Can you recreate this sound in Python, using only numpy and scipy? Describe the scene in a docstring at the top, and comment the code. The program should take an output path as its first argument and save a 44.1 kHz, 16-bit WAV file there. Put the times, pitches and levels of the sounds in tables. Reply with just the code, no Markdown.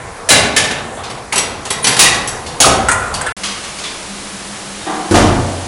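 """Iron levers and catches clank over simmering steam, close beside the valve gear of an old beam engine.
Struck iron pings and rebounds, a few pivots squeak, and the brick engine house rings on after every blow.
After a short silence we listen from below: water and steam hiss, a pipe hums and the beam thuds.
The sound is nearly mono, and the loudest blows clip."""
import sys
import numpy as np
from scipy import signal
from scipy.fft import rfft, irfft, next_fast_len
from scipy.io import wavfile
from scipy.ndimage import uniform_filter1d

SR = 44100
rng = np.random.default_rng(int(sys.argv[2]) if len(sys.argv) > 2 else 0)


def dump(signal):
    """Clip the signal to [-1, 1] and save it as 16-bit WAV at the path in sys.argv[1]."""
    limited = np.clip(np.atleast_2d(signal).T, -1, 1)
    pcm = np.round(limited * 32767).astype(np.int16)
    wavfile.write(sys.argv[1], SR, pcm)


N = 250047
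TIME = np.arange(N) / SR


def gear(start, end):
    """The engine's ironwork between two times [s]: its blows and its short falling tones."""
    # (time [s], part, level [dB], brightness [dB/octave], clear modes against the crash [dB])
    blows = [ (0.288, "lever", -4.5, 4.5, -15), (0.302, "lever", 0, 1, -1.5),
             (0.563, "lever", -4, 2.5, -18), (0.708, "lever", -15, -1, -13), (0.965, "chain", -25, 2, -9.5),
             (1.034, "link", -25, -1.5, -11), (1.099, "catch", -22, -0.5, -11),
             (1.324, "weight", -11.5, -2, -11), (1.356, "catch", -10.5, 0, -2),
             (1.377, "catch", -9, 2.5, -3.5), (1.651, "valve", -18.5, -1, -24),
             (1.703, "catch", -11, 1.5, -7), (1.842, "catch", -7, 1, -16), (1.868, "catch", -5, 1, -11),
             (1.920, "lever", -13, 1.5, -13), (1.965, "weight", -12, -1, -16), (1.991, "weight", 3, 0, -8),
             (2.143, "lever", -15, -.5, -22), (2.274, "catch", -15.5, 4, -6), (2.461, "link", -25, 2.5, -2),
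             (2.602, "valve", -.5, 1, -0.5), (2.658, "piston", -6.5, 1.8, -7), (2.885, "rod", -5, 2.1, -8),
             (2.914, "rod", -8, 4.5, -9), (3.139, "valve", -16.5, 1, -22), (3.211, "rod", -15.5, 5, -10),
             (3.263, "rod", -15.5, 3.5, -16), (3.433, "link", -16.5, 0.5, -6),
             (3.636, "link", -25.5, 0, -5.5), (3.784, "link", -24, -.5, -15),
             (3.835, "link", -21.5, -0.5, -13), (4.862, "chain", -18.5, 0, -10),
             (4.882, "chain", -19.5, 0, -18), (5.109, "stop", -10, -1, 3), (5.139, "beam", -3.5, 0.1, -3), ]
    # chirps and pings of struck iron, a few pivot squeaks:
    # (time [s], length [s], first pitch [Hz], level [dB])
    chirps = [ (0.287, 0.018, 720, -15), (0.299, .033, 4120, -6), (1.322, 0.0095, 2260, -15.5),
              (1.332, .012, 950, -15), (1.823, 0.034, 9700, -19), (2.059, 0.021, 2020, -9.5),
              (2.642, 0.011, 1280, -4.5), (3.135, 0.026, 4700, -25), (3.209, .016, 1640, -27),
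              (3.263, 0.018, 1780, -18), (3.280, 0.02, 1478, -20), (3.850, 0.033, 3550, -29),
              (4.810, 0.028, 3830, -34), ]
    track = np.zeros(N)
    for start_s, part, db, tilt_db, modes_db in blows:
        if start <= start_s < end:
            add(track, start_s, strike(part, db, tilt_db, modes_db))
    for start_s, length_s, hz, db in chirps:
        if start <= start_s < end:
            add(track, start_s, amp(db) * chirp(length_s, hz))
    return track


def strike(part, db, tilt_db, modes_db):
    """One blow on a part, crashing longer the heavier it is, and its rebounds."""
    # how each part makes contact: (crash t60 of a 0 dB blow [s], rise [s], step per rebound [dB])
    contact_of = { "lever": (0.28, 0.0017, -9.5), "catch": (0.23, 0.0015, -13.5),
                  "weight": (.26, 0.0013, -21), "valve": (0.31, 0.0013, -24), "rod": (.15, 0.00089, -22),
                  "link": (.66, 0.0023, -19), "chain": (0.98, 0.0048, -12), "piston": (0.45, 0.00088, -23),
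                  "stop": (0.51, 0.0011, -20), "beam": (0.5, 0.0073, -15.5), }
    t60, rise_s, rebound_db = contact_of[part]
    crash_t60 = t60 * 2 ** (db / 24)  # twice as long for 24 dB more
    blow = iron_blow(part, tilt_db, crash_t60, rise_s, modes_db)
    return amp(db) * rebounds(blow, rebound_db)


def iron_blow(part, tilt_db, crash_t60, rise_s, modes_db, ring_scale=0.54, size=32768):
    """Iron meets iron: a crash of crowded modes dies away while a few clear ones ring."""
    # each part's crowded modes, as a spectrum: (frequency [Hz], relative density [dB])
    body_of = { "lever": [(29, -44), (50, -13), (118, -1), (284, -6), (521, 0), (1370, -10.5), (1650, -1.5),
               (2160, -6.5), (2640, -9.5), (3880, -7.5), (4440, -10), (6970, -13), (10900, -14.5),
               (14200, -71), (22000, -120)], "catch": [(29, -56.5), (50, -12), (118, 4.5), (332, -1.5),
               (398, 7.5), (455, -1), (668, -0.5), (5820, -5.5), (7290, -10), (7800, -8), (10000, -6.5),
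               (10900, -5), (14200, -64), (22000, -120)], "weight": [(29, -46), (50, -20), (115, -17),
               (683, -14), (819, -9), (1260, -11.5), (1930, -9.5), (2210, -15), (2470, -7.5), (2640, -9),
               (3710, -9.5), (10900, -9.5), (14200, -47), (22000, -120)], "valve": [(59, -37), (100, 5),
               (331, -8.5), (659, 1), (2410, -10.5), (2930, -5), (4020, -8.5), (4350, -6.5), (5290, -7.5),
               (9530, -7), (10900, -9), (14200, -45), (22000, -120)], "rod": [(290, -44), (500, -36),
               (894, -9), (991, -10), (1170, -12.5), (1390, -6.5), (1790, -13), (1940, -10.5), (2510, -26),
               (3210, -27.5), (4910, -33.5), (8780, -22), (10900, -34.5), (14200, -60), (22000, -120)],
               "link": [(240, -38), (400, -9), (472, -11), (499, -18), (944, -15), (1130, -5), (1780, -13),
               (2080, -10), (4270, -7.5), (10900, -18), (14200, -56), (22000, -120)], "chain": [(88, -41),
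               (150, -13), (221, -6), (261, -34), (300, -2), (548, -14.5), (782, 1.5), (899, -11),
               (1150, -9.5), (1910, -18), (2530, -26), (3610, -22), (6000, -49), (7800, -58),
               (13200, -120)], "piston": [(16, -43), (28, -18), (48, 6), (98, -0.5), (324, -7), (684, -1.5),
               (878, -10.5), (1770, -18), (2910, -25.5), (4240, -29), (6640, -27), (10900, -29),
               (14200, -54), (22000, -120)], "stop": [(29, -41), (50, -13), (340, -5.5), (466, -8.5),
               (715, -12), (1610, -17.5), (2700, -28), (3790, -24.5), (10900, -24), (14200, -59),
               (22000, -120)], "beam": [(20, -28), (42, -3), (62, -21), (95, 3), (140, -6.5), (215, 0),
               (300, -7), (520, -6.5), (670, -3.5), (950, -9.5), (1400, -10), (2000, -17.5), (4000, -19),
               (11000, -25.5)], }
    # each part's clear modes: (frequency [Hz], relative level [dB], t60 before ring_scale [s])
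    modes_of = { "lever": [(518, -5.5, 0.23), (1630, -28, 0.62), (2080, -7, 0.92), (2369, -12, 0.64),
                (2600, -34, 0.58), (3040, 3, 0.14), (3880, -20, 0.48), (3881, -7, 0.38), (4000, -30, 1.2),
                (4420, -9, 0.49), (4753, -12, 0.29), (5660, -4.5, 0.16), (6417, -7, 0.2), (6200, -3, 0.23),
                (7100, -2, 0.42), (7550, -17, 0.58), (9000, -18, 0.43), (9400, -1, 0.27), (9469, -23, 0.42),
                (9900, -23, 0.42)], "catch": [(1960, -19, 0.54), (3550, -14, .5), (5450, -4, .3),
                (5720, -4, 0.52), (6400, -2, .25), (6681, -14, 0.37), (7720, 2, 0.28), (7870, 5, 0.37),
                (8650, -17, 0.33), (10100, -11, .2), (9800, -3, 0.12), (10830, 5.5, 0.15)],
                "weight": [(1906, -12, 0.45), (2440, -5, 0.46), (2750, -18, 0.5), (3780, -4, 0.5),
                (4180, -18, .6), (4667, -16, .25), (5840, -13, .4), (6928, -12, .35), (7280, -4, .3),
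                (8800, -7, .3), (9850, 1, .18), (10400, -10, .25), (11440, 3, .24), (10900, 0, .3)],
                "valve": [(2930, -7, 0.49), (3740, -17, 0.71), (4450, -10, 0.44), (4484, 1, 0.32),
                (6380, -11, 0.3), (6460, -4, 0.4), (6630, 5.5, 0.19), (10200, -6, 0.34), (9240, 5.5, 0.12),
                (9550, 3, 0.15), (11500, -19, 0.59)], "rod": [(1027, -1, 0.6), (1400, 6.5, 0.23),
                (2000, -8, 0.53), (2420, -12, 0.83), (7052, -15, 0.37), (7585, -20, 0.44), (7800, 5, 0.065),
                (9000, -24, 1)], "link": [(1118, 0.5, 0.51), (2160, 3, .3), (2568, -13, 0.25),
                (3655, -8, 0.13), (4300, 5, 0.21), (6900, -12, 0.21), (7160, -14, .25)],
                "chain": [(334, -25, 0.42), (725, 3, 1), (810, -1, 3.2), (820, 4, 1), (1177, 17, 1.1),
                (1570, -2, 0.57), (1870, 11, 0.79)], "piston": [(98.2, 0.5, 0.81), (381, -5.5, 0.89),
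                (466, -26, 0.91), (540, -10, .7), (693, -4, 0.89), (702, -2, 0.51), (771, 0, 0.48)],
                "stop": [(93.4, -4, 0.79), (207, -10, 0.44), (299, -0.5, 0.28), (344, 6.5, 0.21)],
                "beam": [(41.8, -4, 1), (91.4, -7, 0.7), (155, -8, 0.65), (213, -6, .45),
                (266.5, 5.5, 0.36), (294.4, 5.5, 0.21), (451, -13, 1), (693, -2.5, .8), (824, -8, 1),
                (1010, -13, 0.96), (1230, -5, 0.4), (1406, -11, 0.9)], }
    t = np.arange(size) / SR

    def hardness_db(hz):
        """A harder contact tilts the whole spectrum upwards."""
        return tilt_db * np.log2(np.maximum(hz, 200) / 1000)

    def crash_gain(hz):
        """A short, clean contact bunches the upper modes into brief partials; a long one smears them."""
        bunching_db = 4 * ripple(hz, spacing_hz=70) * np.minimum(hz / 1500, 1) * min(.15 / crash_t60, 1)
        return amp(at(body_of[part], hz) + hardness_db(hz) + bunching_db)

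    crash = noise(size, crash_gain) * fade(t, crash_t60)
    mode_hz, mode_db, decays = np.transpose(modes_of[part])
    # each blow lands on a slightly different spot and stirs the clear modes in a new balance
    scatter_db = 1.5 * rng.standard_normal(len(mode_hz))
    gains = amp(mode_db + hardness_db(mode_hz) + scatter_db)
    gains /= np.sqrt(np.sum(gains ** 2) / 2)
    phases = rng.uniform(0, 2 * np.pi, len(mode_hz))
    ring = sum(gain * np.sin(2 * np.pi * hz * t + phase) * fade(t, ring_scale * decay)
               for hz, gain, decay, phase in zip(mode_hz, gains, decays, phases))
    chatter = amp(2 * walk(rate_hz=122)[:size])  # loose joints roughen the ring
    attack = 1 - np.exp(-t / rise_s)
    return (crash + amp(modes_db) * ring * chatter) * attack


def rebounds(sound, rebound_db, first_gap_s=.074, gap_shrink=.9, dull_hz=6000):
    """Loose iron lands and bounces three times, each sooner, weaker and duller than the last."""
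    soften = signal.butter(1, dull_hz, fs=SR, output="sos")
    track = np.pad(sound, (0, SR // 2))
    start_s = 0
    for bounce in range(3):
        start_s += first_gap_s * gap_shrink ** bounce
        sound = amp(rebound_db) * signal.sosfilt(soften, sound)
        add(track, start_s, sound)
    return track


def chirp(length_s, first_hz, fall_hz_per_s=8100, waver_hz=75, overtone_db=-12):
    """A short, unsteady falling tone: a chirp or ping of struck iron, or a pivot's squeak."""
    size = int(length_s * SR)
    glide_hz = np.linspace(first_hz, first_hz - fall_hz_per_s * length_s, size)
    wobble = unit(uniform_filter1d(rng.standard_normal(SR), size=30))[:size]
    phase = 2 * np.pi * np.cumsum(glide_hz + waver_hz * wobble) / SR
    tone = sum(amp(overtone_db * k) * np.sin((k + 1) * phase)
               for k in range(3) if (k + 1) * first_hz < SR / 2)
    return unit(tone) * signal.windows.tukey(size, .6)


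def simmer(valve_opens_s=1.47, swell_db_per_s=3.5, full_swell_db=5.5):
    """Steam close by at the valve gear: the valve is thrown open and the flow swells to full strength."""
    # simmering steam: (frequency [Hz], relative density [dB])
    spectrum = [(15, -34), (25, -3), (48, -3), (99, -1), (145, -4), (380, -8), (478, -0.5), (602, -7.5),
                (756, -2.5), (881, -6), (1030, -4), (2910, -19.5), (10900, -21.5), (14200, -76),
                (22000, -120)]
    swell_db = np.clip(swell_db_per_s * (TIME - valve_opens_s), 0, full_swell_db)
    return amp(-29.5 + swell_db) * steam(spectrum, flicker_db=2.5)


def spray():
    """Water and steam hiss steadily below the engine."""
    # escaping water and steam: (frequency [Hz], relative density [dB])
    spectrum = [(15, -41), (25, -9), (48, -15.5), (66, -10.5), (101, -14.5), (118, -12.5), (196, -12.5),
                (229, -16.5), (310, -10.5), (400, -14), (649, -12.5), (1110, -14), (2090, -17),
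                (10900, -21), (14200, -127), (22000, -120)]
    return amp(-27.5) * steam(spectrum, flicker_db=0)


def steam(spectrum, flicker_db):
    """Escaping steam of rms 1: each band of the hiss flickers on its own by about flicker_db."""
    hiss = noise(next_fast_len(N), lambda hz: amp(at(spectrum, hz)))
    return unit(sum(band[:N] * amp(flicker_db * walk(rate_hz=18)) for _, band in split(hiss)))


def pipe_hum(pipe_hz=200, half_width_hz=7.3):
    """The flow keeps one pipe resonance humming unsteadily."""
    hum = noise(next_fast_len(N), lambda hz: 1 / (1 + ((hz - pipe_hz) / half_width_hz) ** 2))
    return amp(-37.5) * hum[:N]


def engine_house(sound, low_cut_hz, echo_db, build_s=0.011, size=65536):
    """Direct sound, thin below low_cut_hz, and a brick echo that builds up and holds the lows longest."""
    # the brick walls' echo: (frequency [Hz], relative energy [dB], t60 [s])
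    walls = [(50, 4, 1.64), (198, 2.5, 1.03), (690, 0, 1.34), (2000, -1.5, 0.7), (4370, -4, 0.56),
             (10100, -12, 0.47)]
    t = np.arange(size) / SR
    tail = np.zeros(size)
    for hz, band in split(rng.standard_normal(size)):
        envelope = fade(t, at(walls, hz, column=2)) * (1 - np.exp(-t / build_s))
        tail += amp(at(walls, hz)) * band * envelope / np.linalg.norm(envelope)
    direct = signal.sosfilt(signal.butter(1, low_cut_hz, "high", fs=SR, output="sos"), sound)
    return direct + amp(echo_db) * signal.fftconvolve(sound, tail)[:N]


def stereo_width(mid, size=512):
    """Nearly mono sound, with slight stereo width in the treble."""
    # how far left and right differ: (frequency [Hz], side against mid [dB])
    side_levels = [(800, -72), (1300, -60), (1600, -45), (2500, -11.5), (4000, -32.5), (6000, -34),
                   (8000, -8), (11000, -30)]
    hz = np.fft.rfftfreq(size, 1 / SR)
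    random_phase = np.exp(2j * np.pi * rng.random(len(hz)))
    side_filter = irfft(amp(at(side_levels, hz)) * random_phase) * signal.windows.tukey(size, .5)
    side = signal.fftconvolve(mid, side_filter)[:N]
    return np.array([mid + side, mid - side])


def amp(db):
    return 10 ** (np.asarray(db) / 20)


def unit(x):
    return x / np.sqrt(np.mean(x ** 2))


def fade(t, t60):
    return np.exp(-np.log(1000) * t / t60)


def at(points, hz, column=1):
    """Read a column of a table on a log-frequency axis."""
    table = np.array(points, float)
    return np.interp(np.log(np.maximum(hz, 1)), np.log(table[:, 0]), table[:, column])


def noise(size, gain):
    """Noise of rms 1 whose spectrum follows gain(Hz)."""
    white = rfft(rng.standard_normal(size))
    return unit(irfft(white * gain(np.fft.rfftfreq(size, 1 / SR)), size))


def split(x, count=14):
    """Overlapping bands that add up to x: (centre [Hz], band)."""
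    centres = np.geomspace(35, 12000, count)
    hz, spectrum = np.fft.rfftfreq(len(x), 1 / SR), rfft(x)
    return [(centre, irfft(spectrum * at(np.c_[centres, weights], hz), len(x)))
            for centre, weights in zip(centres, np.eye(count))]


def walk(rate_hz):
    """Random levels, drawn rate_hz times a second and smoothed twice; rms 1."""
    hold = int(SR / rate_hz)
    steps = np.repeat(rng.standard_normal(N // hold + 1), hold)
    return unit(uniform_filter1d(uniform_filter1d(steps, hold), hold)[:N])


def ripple(hz, spacing_hz):
    """Random peaks and dips along the frequency axis; spread near 1."""
    knots = np.arange(0, SR / 2, spacing_hz)
    return np.interp(hz, knots, rng.standard_normal(len(knots)))


def add(track, start_s, sound):
    """Mix a sound into the track."""
    start = int(start_s * SR)
    track[start:start + len(sound)] += sound[:N - start]


def scene():
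    """The microphone stands beside the valve gear, then below it, nearer to the heavy parts."""
    pause_start_s, pause_end_s, fade_s = 3.3245, 3.3655, .002  # silence between the two places
    beside = engine_house(gear(0, pause_start_s), low_cut_hz=196, echo_db=0) + simmer()
    below = engine_house(gear(pause_end_s, N / SR), low_cut_hz=30, echo_db=1.5) + spray() + pipe_hum()
    leaving = np.clip((pause_start_s - TIME) / fade_s, 0, 1)
    arriving = np.clip((TIME - pause_end_s) / fade_s, 0, 1)
    return stereo_width(beside * leaving + below * arriving)


def record(dry):
    """The loudest blows clip; the sound is low-passed, then clipped and low-passed again."""
    sound = dry
    for top_hz in (11100, 15800):
        low_pass = signal.ellip(10, .2, 80, top_hz, fs=SR, output="sos")
        sound = signal.sosfilt(low_pass, np.clip(sound, -1, 1))
    return sound


dry = scene()
out = record(dry)
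dump(out)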